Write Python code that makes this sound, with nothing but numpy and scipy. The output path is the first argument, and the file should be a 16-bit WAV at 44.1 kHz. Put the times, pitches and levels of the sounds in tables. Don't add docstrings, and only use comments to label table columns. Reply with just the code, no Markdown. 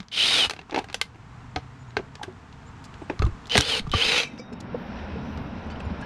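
import sys
import numpy as np
from scipy import signal
from scipy.fft import rfft, irfft, next_fast_len
from scipy.io import wavfile
from scipy.ndimage import uniform_filter1d

SR = 44100
rng = np.random.default_rng(int(sys.argv[2]) if len(sys.argv) > 2 else 0)


def gain_from_decibels(decibels):
    exponent = np.asarray(decibels, float) / 20
    return 10 ** exponent


def wav_out(sig):
    wavfile.write(sys.argv[1], SR, np.round(np.clip(np.atleast_2d(sig).T, -1, 1) * 32767).astype(np.int16))


N = 266893

# (time [s], level [dB])
STREET_LEVEL = [(0, -48), (.08, -56.5), (.3, -47.5), (.65, -50.5), (.9, -48), (1.1, -50.5), (1.4, -46.5),
                (1.8, -47.5), (2.5, -47.5), (2.9, -44.5), (3.4, -44), (4.15, -46), (4.5, -71), (5, -58),
                (6.05, -54.5)]
# (frequency [Hz], density [dB per Hz])
RUMBLE_SPECTRUM = [(12, -74), (20, -8), (91, 2), (206, -4), (258, -6), (285, -4.5), (331, -28), (357, -40),
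                   (400, -21.5), (520, -53), (880, -120)]
AIR_SPECTRUM = [(180, -10), (300, -7.5), (476, -4.5), (581, -17), (631, -6.5), (769, -5.5), (892, -2.5),
                (1330, -5.5), (2210, -13.5), (3400, -19.5), (4720, -24), (7500, -28), (15500, -63.5)]
# (time [s], frequency [Hz], level [dB rms])
FAR_ENGINE = [(1.0, 105, -65), (1.3, 118, -53.5), (1.9, 132, -47), (2.4, 135, -60.5), (3.1, 150, -60)]
# (time [s], peak [dB], frequency [Hz])
BUMPS = [(.001, -27.5, 201), (1.568, -23.5, 82), (1.563, -25, 302), (1.972, -30.5, 90), (3.198, -11.5, 88),
         (3.226, -12, 60.4), (3.243, -8.5, 80), (3.261, -9.5, 69), (3.285, -19.5, 86), (3.322, -25, 37.5),
         (3.554, -15.5, 221), (3.58, -11, 122), (3.589, -16, 71), (3.798, -26, 212), (3.814, -26, 37.7),
         (3.825, -28, 37.7), (3.848, -23.5, 37.5), (3.873, -22, 146), (3.885, -31, 37.7),
         (3.906, -21, 37.4), (3.936, -24, 250), (3.947, -11.5, 90), (.47, -30.5, 75.5), (4.06, -30, 62),
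         (4.12, -31, 165), (4.27, -36.5, 160), (5.41, -24.5, 96), (5.865, -21.5, 83), (5.907, -23.5, 194)]
# (frequency [Hz], level [dB], ring time [factor])
COVER_MODES = [(430.5, -11.5, 2.36), (784, 1.5, 0.76), (1247, -10, 1.8), (1626, -4.5, 1.36),
               (2080, -2, 0.64), (2640, -0.5, 0.67), (3360, -15, 0.41), (4140, 5, 0.22), (4600, -25, 0.4),
               (5800, -8, 0.77), (8450, -12, 0.45), (9000, 3.5, 0.51), (11240, -18, 0.72)]
# (time [s], peak [dB], dullness [dB])
KNOCKS = [(.0014, -22, -15), (.0298, -37, -14), (.084, -30, -22), (.1206, -33, -11), (.564, -35, -1),
          (.5911, -31.5, -1), (.614, -41, 0.5), (.6963, -37.5, 5), (.7098, -24, -22), (.719, -38, 8),
          (.7254, -33, 13.5), (.7418, -34, -9), (.7448, -20.5, 3), (.7605, -17, -2), (.7746, -32, 19),
          (.7871, -21, 4.5), (.886, -34, -0.5), (.8992, -31, -3), (1.1449, -48, 8), (1.5606, -17.5, -0.5),
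          (1.5844, -38, -10), (1.9061, -40.5, -11), (1.968, -17.5, 1), (1.9901, -42, 26),
          (2.1536, -27, -9.5), (2.5268, -39, -9)]
# (time [s], peak [dB], dullness [dB])
FUMBLES = [(2.941, -33.5, -13), (3.018, -52, 28), (3.0978, -27.5, 16.5), (3.1924, -20.5, -16.5),
           (3.2206, -22.5, -1), (3.457, -29, -36), (3.4973, -17.5, -24), (3.5108, -22, -28),
           (3.52, -8, -26), (3.5539, -8.5, -1), (3.842, -54, 8), (3.896, -26.5, -21), (3.9385, -18, -0.5),
           (4.233, -19.5, -8.5), (4.378, -38, -3), (4.392, -46, -14), (5.3748, -31.5, -10),
           (5.701, -37, -1), (5.7603, -45, 2), (5.8036, -34, 1), (6.0194, -46, -5)]
# (time [s], peak [dB], dullness [dB])
CLINKS = [(.4968, -12.5, -12), (.5084, -17.5, -5), (.535, -29, -3.5), (.842, -35, 0.5), (.928, -28, -9.5),
          (.9437, -9.5, -11.5), (1.0139, -4.5, -14), (2.2325, -23, -6.5), (2.8417, -32, -19),
          (3.252, -28, -29), (3.266, -34.5, -1), (3.47, -27, -22), (3.5609, -14.5, -5), (3.5704, -3, -16.5),
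          (3.578, 2.5, -14), (3.5865, -5, -32), (3.6042, -11.5, -9), (3.6087, 1, -47), (3.874, -36, -19),
          (3.9161, -15, -27), (4.527, -44, -4), (4.6043, -29.5, -70)]
# (time [s], peak [dB], dullness [dB])
MORE_TICKS = [(1.157, -49, 7), (2.229, -36, -0.5), (2.235, -29, -11), (2.239, -34, 4.5), (2.325, -47, -19),
              (3.2248, -26.5, -10), (3.325, -50, -18), (3.527, -22, -18), (0.7797, -25, -7), (0.792, -28, -7),
              (.822, -42, -21), (3.616, -22, -13), (3.622, -18, -19), (4.36, -53, -14), (5.67, -51, -25),
              (5.845, -54, -30), (5.92, -54, -25), (3.868, -44, 5)]
# (time [s], rattle level [dB])
BURSTS = [
    [(.112, -48), (.125, -35), (.16, -27), (.21, -21.5), (.38, -18.5), (.445, -22.5), (.47, -32.5),
     (.492, -52)],
    [(3.494, -39), (3.524, -31.5), (3.535, -26.5), (3.56, -23), (3.62, -33), (3.7, -25), (3.795, -26),
     (3.812, -49), (3.83, -76)],
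    [(3.912, -43), (3.93, -35), (3.97, -26.5), (4.04, -22.5), (4.2, -23), (4.24, -33.5), (4.28, -59.5),
     (4.39, -62)],
]
# (frequency [Hz], width [Hz], level [dB])
HOUSING_MODES = [(820, 70, -14), (1460, 80, -10), (2330, 90, -12), (2600, 90, -4), (3050, 170, 3),
                 (3650, 90, -2), (3880, 100, 0), (4250, 110, -7), (4900, 130, -6), (5450, 150, -14),
                 (9250, 600, -15)]
# (frequency [Hz], density [dB per Hz])
RATTLE_SPECTRUM = [(120, -44), (200, -8), (1480, -10), (1650, -9), (2600, 1.5), (3890, 5.5), (7900, -10.5),
                   (9300, -5.5), (10400, -15), (15700, -99)]
# (low start [dB], low end [dB], high [dB], hum start [dB], hum end [dB])
GRIPS = [
    (-16.5, -4.5, -14.5, -52, -25.5),
    (-6, -7.5, -15, -12, -11.5),
    (-7.5, -2.5, -17, -15, -11.5),
]
STALL_DB = (-8, 1, 0)
STALL_WIDTHS_HZ = (800, 330, 200)
# (frequency [Hz], width [Hz], level [dB])
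FAVOURED_MODES = [
    (2760, 100, -32),
    (4140, 510, -15.5),
    (2630, 930, -2.5),
]
JINGLE_DB = (-29, -24, -7)
# (start [s], length [s], first [Hz], last [Hz], level [dB rms])
WHISTLES = [
    (.118, .06, 15780, 15400, -70),
    (3.5, .075, 15780, 15300, -66),
    (3.925, .08, 15760, 15150, -66),
    (4.01, .12, 15000, 14500, -72),
]
# (time [s], frequency [Hz])
MESH_SPEEDS = [
    [(.17, 1700), (.205, 2460), (.228, 3030), (.256, 3460), (.29, 3740), (.33, 3790), (.4, 3250),
     (.443, 2910), (.46, 2990)],
    [(3.61, 2800), (3.635, 3300), (3.657, 3680), (3.69, 3450), (3.732, 3060), (3.755, 2820), (3.79, 2550)],
    [(3.985, 2050), (4.002, 2450), (4.022, 3050), (4.045, 3650), (4.07, 4020), (4.11, 3950), (4.16, 3560),
     (4.22, 3200)],
]
# (speeding up [dB], half way [dB], running down [dB], higher order [dB], sides [dB])
MESH_FORCES = [
    (-38, -32.5, -37.5, -17, -6),
    (-46, -40, -42, -40, -6),
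    (-31, -39, -41, -42, -4),
]
# (multiple [1], level [dB rms])
SIDE_ORDERS = [(.66, -50), (.76, -50), (1.235, -43), (1.33, -43)]
# (time [s], peak [dB], frequency [Hz])
RINGS = [(0.509, -38, 2640), (0.59, -35, 2640), (1.014, -18, 2080), (1.0155, -18.5, 3050),
         (1.561, -16.5, 739), (1.968, -19.5, 1562), (1.969, -24, 402), (1.991, -27, 408), (2.195, -37, 855),
         (2.213, -27, 838), (2.235, -29, 1610), (2.278, -28, 370), (3.099, -26, 867), (3.196, -28, 1173),
         (3.22, -18.5, 1265), (3.237, -24, 1195), (3.261, -30.5, 1067), (3.867, -32.5, 1190),
         (3.098, -24, 400), (3.018, -39, 800), (3.125, -36, 350), (3.222, -23, 431), (3.265, -24, 331),
         (3.553, -8.5, 407), (3.584, -17.5, 293), (3.936, -15, 1173), (4.395, -30.5, 498),
         (4.518, -31.5, 424), (4.743, -19, 482), (5.156, -26.5, 447)]
# (start [s], length [s], level [dB rms])
SCRAPE = (.7, 0.12, -29)
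# (frequency [Hz], density [dB per Hz])
SCRAPE_SPECTRUM = [(220, -35), (320, -4), (850, 9.5), (1200, -17), (3000, -17), (6000, -53)]
# (start [s], length [s], level [dB rms])
BRUSHES = [(2.151, 0.0082, -51), (2.835, 0.034, -53), (3.469, 0.013, -50), (4.516, 0.03, -57),
           (4.599, 0.015, -41), (5.69, 0.045, -65), (5.79, 0.02, -68), (5.84, 0.022, -72), (6.0, 0.03, -57),
           (4.37, .05, -58.5), (4.25, .05, -58)]
# (frequency [Hz], density [dB per Hz])
BRUSH_SPECTRUM = [(1500, -25), (2500, -8), (4500, 8), (7500, 2), (10000, -14), (14000, -26)]
# (time [s], peak [dB], frequency [Hz], T60 [s])
CHIMES = [(0.944, -40, 6000, .07), (4.245, -38, 2320, .16), (4.25, -54, 3900, .2), (4.23, -41, 2600, .25),
          (4.25, -68, 7750, .15), (4.395, -59, 3740, .7), (4.388, -43, 2310, .11), (4.382, -56, 4850, .17),
          (4.382, -56, 5450, .17), (5.702, -50, 4500, .06), (5.756, -44, 3000, .05),
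          (4.382, -58, 5100, .17), (4.39, -59, 5750, .18), (4.38, -63, 6050, .2), (4.29, -60, 3700, .4),
          (4.525, -56, 5300, .08), (4.525, -54, 2500, .06), (5.712, -52, 4720, .09),
          (5.703, -61, 7600, .025), (5.798, -58, 7700, .03), (5.8, -72, 10700, .06),
          (5.842, -73, 9600, .09), (5.845, -70, 7050, .12), (6.012, -62, 9100, .04),
          (5.705, -52, 3050, .12), (6.015, -44, 1650, .2), (6.02, -50, 3000, .1), (6.022, -56, 4200, .08),
          (5.8, -50, 2300, .05), (5.98, -44, 1100, .04), (4.25, -53, 3080, .2), (4.29, -55, 2050, .3),
          (4.25, -58, 5450, .2), (5.8, -72, 9600, .08), (4.24, -56, 5900, .2)]
# (start [s], length [s], first [Hz], last [Hz], level [dB rms])
PEEPS = [
    (1.79, 0.048, 6900, 7130, -65),
    (1.878, 0.035, 6760, 6800, -65),
    (2.66, 0.037, 6850, 7500, -60),
    (3.014, 0.044, 8450, 8300, -69),
    (3.08, 0.16, 9000, 10900, -81),
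]
# (time [s], nearness [dB])
NEARNESS = [
    (4.2, -9.5),
    (4.44, -9),
    (4.73, -2.5),
    (5.0, 0.8),
    (5.48, -1.5),
    (6.05, 0.3),
]
# (level when near [dB], share of nearness [1])
VEHICLE_LAYERS = [
    (-38.5, 2),
    (-37.5, 0.61),
    (-41, 0.93),
    (-54.5, 1.55),
]
# (frequency [Hz], density [dB per Hz])
THUD_SPECTRUM = [(12, -37), (20, -6), (48, -9), (75, 7), (89, 0.5), (140, -30), (180, -46), (310, -120)]
BOOM_SPECTRUM = [(76, -24), (130, -3.5), (146, -7), (221, 1), (253, -4), (330, -12.5), (430, -85),
                 (730, -120)]
ROAR_SPECTRUM = [(180, -11), (300, -21), (361, -1.5), (991, -2.5), (1240, -9.5), (1350, -5.5), (2700, -18),
                 (3510, -31), (5940, -120)]
HISS_SPECTRUM = [(1410, -63), (2400, 4), (3410, -2), (3810, -1.5), (4370, -8), (5490, -7), (6290, -25),
                 (10500, -70), (13600, -88), (22000, -120)]
# (frequency [Hz], width [Hz], level when near [dB])
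SQUEAL_BANDS = [(3830, 58, -76), (5400, 120, -76), (5830, 140, -76)]
# (start [s], length [s], level [dB rms])
INSECT_BUZZES = [
    (4.74, .18, -81),
    (5.196, .36, -82),
]


def evened(x):
    return x / np.sqrt(np.mean(x ** 2) + 1e-20)


def coloured(x, points):
    f, db = np.transpose(points)
    size = next_fast_len(len(x) + 2048)
    hz = np.fft.rfftfreq(size, 1 / SR)
    gain = gain_from_decibels(np.interp(np.log(hz + 1), np.log(f), db, -120, -120))
    return irfft(rfft(x, size) * gain, size)[:len(x)]


def resonate(x, hz, width_hz):
    r = np.exp(-np.pi * width_hz / SR)
    poles = [1, -2 * r * np.cos(2 * np.pi * hz / SR), r * r]
    return signal.lfilter([(1 - r * r) / 2, 0, -(1 - r * r) / 2], poles, x)


def resonate_twice(x, hz, width_hz):
    return resonate(resonate(x, hz, width_hz), hz, width_hz)


def straying(x, hz, width_hz):
    turn = np.exp(2j * np.pi * np.cumsum(hz) / SR)
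    r = np.exp(-np.pi * width_hz / SR)
    return 2 * (turn * signal.lfilter([1 - r], [1, -r], x / turn)).real


def band(x, order, edges_hz, kind):
    return signal.sosfilt(signal.butter(order, edges_hz, kind, fs=SR, output="sos"), x)


def played(rows):
    s, *columns = np.transpose(rows)
    t = np.arange(s[0], s[-1], 1 / SR)
    return s[0], [np.interp(t, s, c) for c in columns]


def smoothed_twice(x, span_s):
    span = int(span_s * SR)
    return uniform_filter1d(uniform_filter1d(x, span), span)


def drift(count, span_s):
    return evened(smoothed_twice(rng.standard_normal(count), span_s))


def wavering(points, db, lumpy_db, span_s):
    noise = evened(coloured(rng.standard_normal(len(db)), points))
    return noise * gain_from_decibels(db + lumpy_db * drift(len(db), span_s))


def glide(s, length_s, hz, last_hz, db, husk):
    hz = np.linspace(hz, last_hz, int(length_s * SR))
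    tone = np.sin(2 * np.pi * np.cumsum(hz * (1 + husk * drift(len(hz), 0.0045))) / SR)
    return s, gain_from_decibels(db) * tone * signal.windows.tukey(len(hz), .3)


def add(mix, s, sound):
    part = mix[max(round(s * SR), 0):][:len(sound)]
    part += sound[:len(part)]


def street():
    rumble_db = np.interp(np.arange(N) / SR, *np.transpose(STREET_LEVEL))
    air_db = rumble_db - 4.5
    return wavering(RUMBLE_SPECTRUM, rumble_db, 0.33, 0.035) + wavering(AIR_SPECTRUM, air_db, 0.19, 0.019)


def bump(s, db, hz):
    t60_s, sag_per_s, rise_s = 0.068, 1.5, .004
    t = np.arange(int(.2 * SR)) / SR
    swing = np.sin(2 * np.pi * hz * t * (1 - sag_per_s * t)) * gain_from_decibels(db + 2 - 60 * t / t60_s)
    return s, swing * np.minimum(t / rise_s, 1)


def knock(s, db, dull_db, top_db, luck):
    low_db = db + dull_db
    mid_db = db - 6 + 0.56 * dull_db
    high_db = db + top_db - 0.0529 * (db + 19.5)
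    t = np.arange(int(.16 * SR)) / SR
    hz, mode_db, ring_factor = np.transpose(COVER_MODES)[:, :, None]
    share, detune, phase = luck[:, :, None]
    t60_s = np.clip(0.041 + 0.0012 * dull_db, .015, .046)
    mode_db = mode_db - .7 * max(dull_db - 4, 0)
    decay = gain_from_decibels(mode_db - 1.0 + 2.5 * share - 60 * t / (ring_factor * t60_s))
    modes = decay * np.sin(2 * np.pi * (hz * (1 + 0.051 * detune) * t + phase))
    snap = 2.7 * gain_from_decibels(-60 * t / 0.0019)
    body = 2.32 * gain_from_decibels(-60 * t / (.5 * t60_s))
    tail = 0.5 * gain_from_decibels(-60 * t / (2.95 * t60_s))
    crack = rng.standard_normal(len(t)) * (snap + body + tail)
    rise_s = 0.00047 + .00008 * max(dull_db - 1.5, 0)
    blow = (modes.sum(0) + crack) * np.minimum(t / rise_s, 1)
    thin_db = 1.1 * min(dull_db, 0)
    shape = [(150, low_db - 6.5 + 2 * thin_db), (330, low_db + 6.5 + thin_db),
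             (480, low_db + 0.5 + 0.19 * thin_db), (850, low_db - 5.5), (1200, mid_db), (2600, mid_db),
             (3400, db - 8), (6200, db - 17.5),
             (8000, high_db - 3), (11000, high_db - 13.0), (15500, high_db - 29)]
    lead = 128
    return s - lead / SR, coloured(np.append(np.zeros(lead), blow), shape)


def rattle(rows, grip, stall_db, stall_width_hz, favoured, jingle_db):
    s, (db,) = played(rows)
    count = len(db)
    low_start_db, low_end_db, high_db, hum_start_db, hum_end_db = grip
    low_db = np.linspace(low_start_db, low_end_db, count)
    hum_db = np.linspace(hum_start_db, hum_end_db, count)

    teeth_per_s = 4000
    force = gain_from_decibels(2.0 * np.minimum(rng.exponential(1, count), 4))
    clicks = rng.standard_normal(count) * force * (rng.random(count) < teeth_per_s / SR)
    drive = 0.68 * evened(clicks) + 0.7 * rng.standard_normal(count)
    drive = drive * gain_from_decibels(drift(count, 0.0073))

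    shake = evened(smoothed_twice(clicks, .03))
    rung = np.zeros(count)
    for k, (hz, width_hz, mode_db) in enumerate(HOUSING_MODES):
        rung += gain_from_decibels(mode_db) * straying(drive, hz * (1 + .018 * np.roll(shake, 1700 * k)), width_hz)
    rung = band(rung, 4, 10500, "low")
    body = evened(coloured(drive, RATTLE_SPECTRUM)) + .6 * evened(rung)

    low = evened(band(body, 3, 1900, "low"))
    mid = evened(band(body, 3, (1900, 6200), "band"))
    high = evened(band(body, 3, 6200, "high"))
    hum = evened(resonate_twice(drive, 462, 96))
    stall_s = 0.062
    stall = 1 / (1 + (np.arange(count) / SR / stall_s) ** 6)
    mid += gain_from_decibels(stall_db) * stall * evened(resonate_twice(drive, 3060, stall_width_hz))
    high *= gain_from_decibels(-5 * stall)
    mid += gain_from_decibels(jingle_db) * np.linspace(0, 1, count) * evened(resonate_twice(drive, 5700, 830))
    hz, width_hz, favoured_db = favoured
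    mid += gain_from_decibels(favoured_db) * np.linspace(.3, 1.3, count) * evened(resonate_twice(drive, hz, width_hz))
    total = mid + gain_from_decibels(low_db) * low + gain_from_decibels(high_db) * high + gain_from_decibels(hum_db) * hum
    return s, gain_from_decibels(db) * total * signal.windows.tukey(count, .04)


def controller_whistle(*row):
    return glide(*row, husk=0.0022)


def whine(rows, up_db, half_db, down_db, upper_db, side_db):
    swell_hz, swell_width_hz, swell_db, db_per_octave = 3030, 300, 16, 9
    s, (hz,) = played(rows)
    hz = uniform_filter1d(hz, 500, mode="nearest")
    count = len(hz)
    off = (hz - swell_hz) / swell_width_hz
    force_db = np.interp(np.linspace(0, 2, count), range(3), (up_db, half_db, down_db))
    db = force_db + swell_db / (1 + off ** 2) + db_per_octave * np.log2(hz / swell_hz)
    turns = 2 * np.pi * np.cumsum(hz * (1 + 0.001 * drift(count, 0.0035))) / SR
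    upper = resonate_twice(np.sin(1.22 * turns), 2980, 560) * gain_from_decibels(upper_db)

    flutter = evened(uniform_filter1d(np.gradient(np.gradient(turns)), 200))
    pull_db, pull_hz_per_s = 8, 4000
    side_db = side_db + pull_db * np.tanh(np.gradient(hz) * SR / pull_hz_per_s)
    for k, (multiple, order_db) in enumerate(SIDE_ORDERS):
        flutter_db = 3 + 3 * np.tanh(np.roll(flutter, 900 * k))
        upper += gain_from_decibels(order_db + side_db + flutter_db) * np.sin(multiple * turns)
    tone = np.sqrt(2) * gain_from_decibels(db + 1.5 * drift(count, 0.003)) * np.sin(turns)
    return s, (tone + upper) * signal.windows.tukey(count, .1)


def ring(s, db, hz):
    t60_s = 0.049 * (1000 / hz) ** 0.48
    t = np.arange(int(np.clip(t60_s, .02, 1) * SR)) / SR
    waver = gain_from_decibels(3.5 * drift(len(t), 0.001))
    rise = np.minimum(t * hz / 1.8, 1)
    return s, np.sin(2 * np.pi * hz * t) * gain_from_decibels(db - 60 * t / t60_s) * waver * rise


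def scrape(s, length_s, db, spectrum):
    count = int(length_s * SR)
    drag = np.sin(np.pi * np.linspace(0, 1, count) ** 1.34) ** 2
    return s, drag * wavering(spectrum, np.full(count, db), 3.4, 0.003)


def chime(s, db, hz, t60_s):
    t = np.arange(int(t60_s * SR)) / SR
    blur = evened(resonate_twice(rng.standard_normal(len(t)), hz, 40 + 6 / t60_s))
    return s, blur * gain_from_decibels(db + 3.5 - 60 * t / t60_s) * np.minimum(t / 0.0032, 1)


def far_engine():
    s, (hz, db) = played(FAR_ENGINE)
    tone = np.sin(2 * np.pi * np.cumsum(hz * (1 + 0.031 * drift(len(hz), 0.036))) / SR)
    return s, tone * gain_from_decibels(db + 5.0 + 1.6 * drift(len(hz), 0.0051))


def bird_peep(*row):
    return glide(*row, husk=0.015)


def vehicle():
    s, (near_db,) = played(NEARNESS)
    thud_db, boom_db, roar_db, hiss_db = (db + share * near_db for db, share in VEHICLE_LAYERS)
    out = wavering(THUD_SPECTRUM, thud_db, 0.44, 0.071)
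    out += wavering(BOOM_SPECTRUM, boom_db, 2.26, 0.036)
    out += wavering(ROAR_SPECTRUM, roar_db, 0.33, 0.02)
    out += wavering(HISS_SPECTRUM, hiss_db, 1.0, 0.013)
    return s, out * np.minimum(np.arange(len(out)) / 2500, 1)


def murmur():
    s, (near_db,) = played(NEARNESS)
    count = len(near_db)
    noise = rng.standard_normal(count)
    out = np.zeros(count)
    for hz, width_hz, db in SQUEAL_BANDS:
        out += gain_from_decibels(db + .6 * near_db + 4.5 * drift(count, 0.13)) * evened(resonate(noise, hz, width_hz))
    grass_spectrum = [(7000, -10), (9500, -3), (12200, 3), (12900, -25)]
    out += wavering(grass_spectrum, np.full(count, -96), 2.5, 0.011)
    return s, out * np.minimum(np.arange(count) / 4000, 1)


def insect(s, length_s, db):
    count = int(length_s * SR)
    buzz = evened(resonate_twice(rng.standard_normal(count), 12100, 900))
    return s, gain_from_decibels(db) * signal.windows.tukey(count, .6) * buzz


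def yard(x):
    t60_s, gap_s, density = 0.15, .004, .06
    t = np.arange(int(.25 * SR)) / SR
    signs = rng.choice([-1., 1.], len(t)) * (rng.random(len(t)) < density)
    taps = signs * gain_from_decibels(-60 * t / t60_s) * (t > gap_s)
    return signal.fftconvolve(x, taps / np.linalg.norm(taps))[:N]


def scene():
    tool, far = np.zeros(N), street()
    for row in BUMPS:
        add(far, *bump(*row))
    clink_top_db, knock_top_db = -18.5, -29
    for rows, top_db in ((CLINKS, clink_top_db), (KNOCKS, knock_top_db),
                         (FUMBLES, knock_top_db), (MORE_TICKS, clink_top_db)):
        for row in rows:
            luck = rng.standard_normal((3, len(COVER_MODES)))
            add(tool, *knock(*row, top_db, luck))
    for burst in zip(BURSTS, GRIPS, STALL_DB, STALL_WIDTHS_HZ, FAVOURED_MODES, JINGLE_DB):
        add(tool, *rattle(*burst))
    for row in WHISTLES:
        add(tool, *controller_whistle(*row))
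    for rows, force in zip(MESH_SPEEDS, MESH_FORCES):
        add(tool, *whine(rows, *force))
    for row in RINGS:
        add(tool, *ring(*row))
    add(tool, *scrape(*SCRAPE, SCRAPE_SPECTRUM))
    for row in BRUSHES:
        add(tool, *scrape(*row, BRUSH_SPECTRUM))
    for row in CHIMES:
        add(tool, *chime(*row))
    add(far, *far_engine())
    for row in PEEPS:
        add(far, *bird_peep(*row))
    add(far, *vehicle())
    add(far, *murmur())
    for row in INSECT_BUZZES:
        add(far, *insect(*row))
    return np.tile(tool + gain_from_decibels(-18.0) * yard(tool) + far, (2, 1))


def low_pass(x):
    return signal.sosfilt(signal.butter(12, 15790, fs=SR, output="sos"), x)


def record(dry):
    loudness = uniform_filter1d(abs(dry[0]), 100)
    rough = dry[0] * (1 + (loudness / 0.13) ** 2) * rng.standard_normal(N)
    trace = coloured(rough, [(1200, -50.5), (4000, -46.0), (12000, -55.0), (15700, -36.0)])
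    hiss_spectrum = [(8000, -13), (12500, -7), (15700, -26.0)]
    hiss = np.array([evened(coloured(v, hiss_spectrum)) for v in rng.standard_normal((2, N))])
    mix = np.clip(dry, -.95, .95) + trace * [[1], [-1]] + gain_from_decibels(-93.0) * hiss
    return low_pass(mix)


dry = scene()
out = record(dry)
wav_out(out)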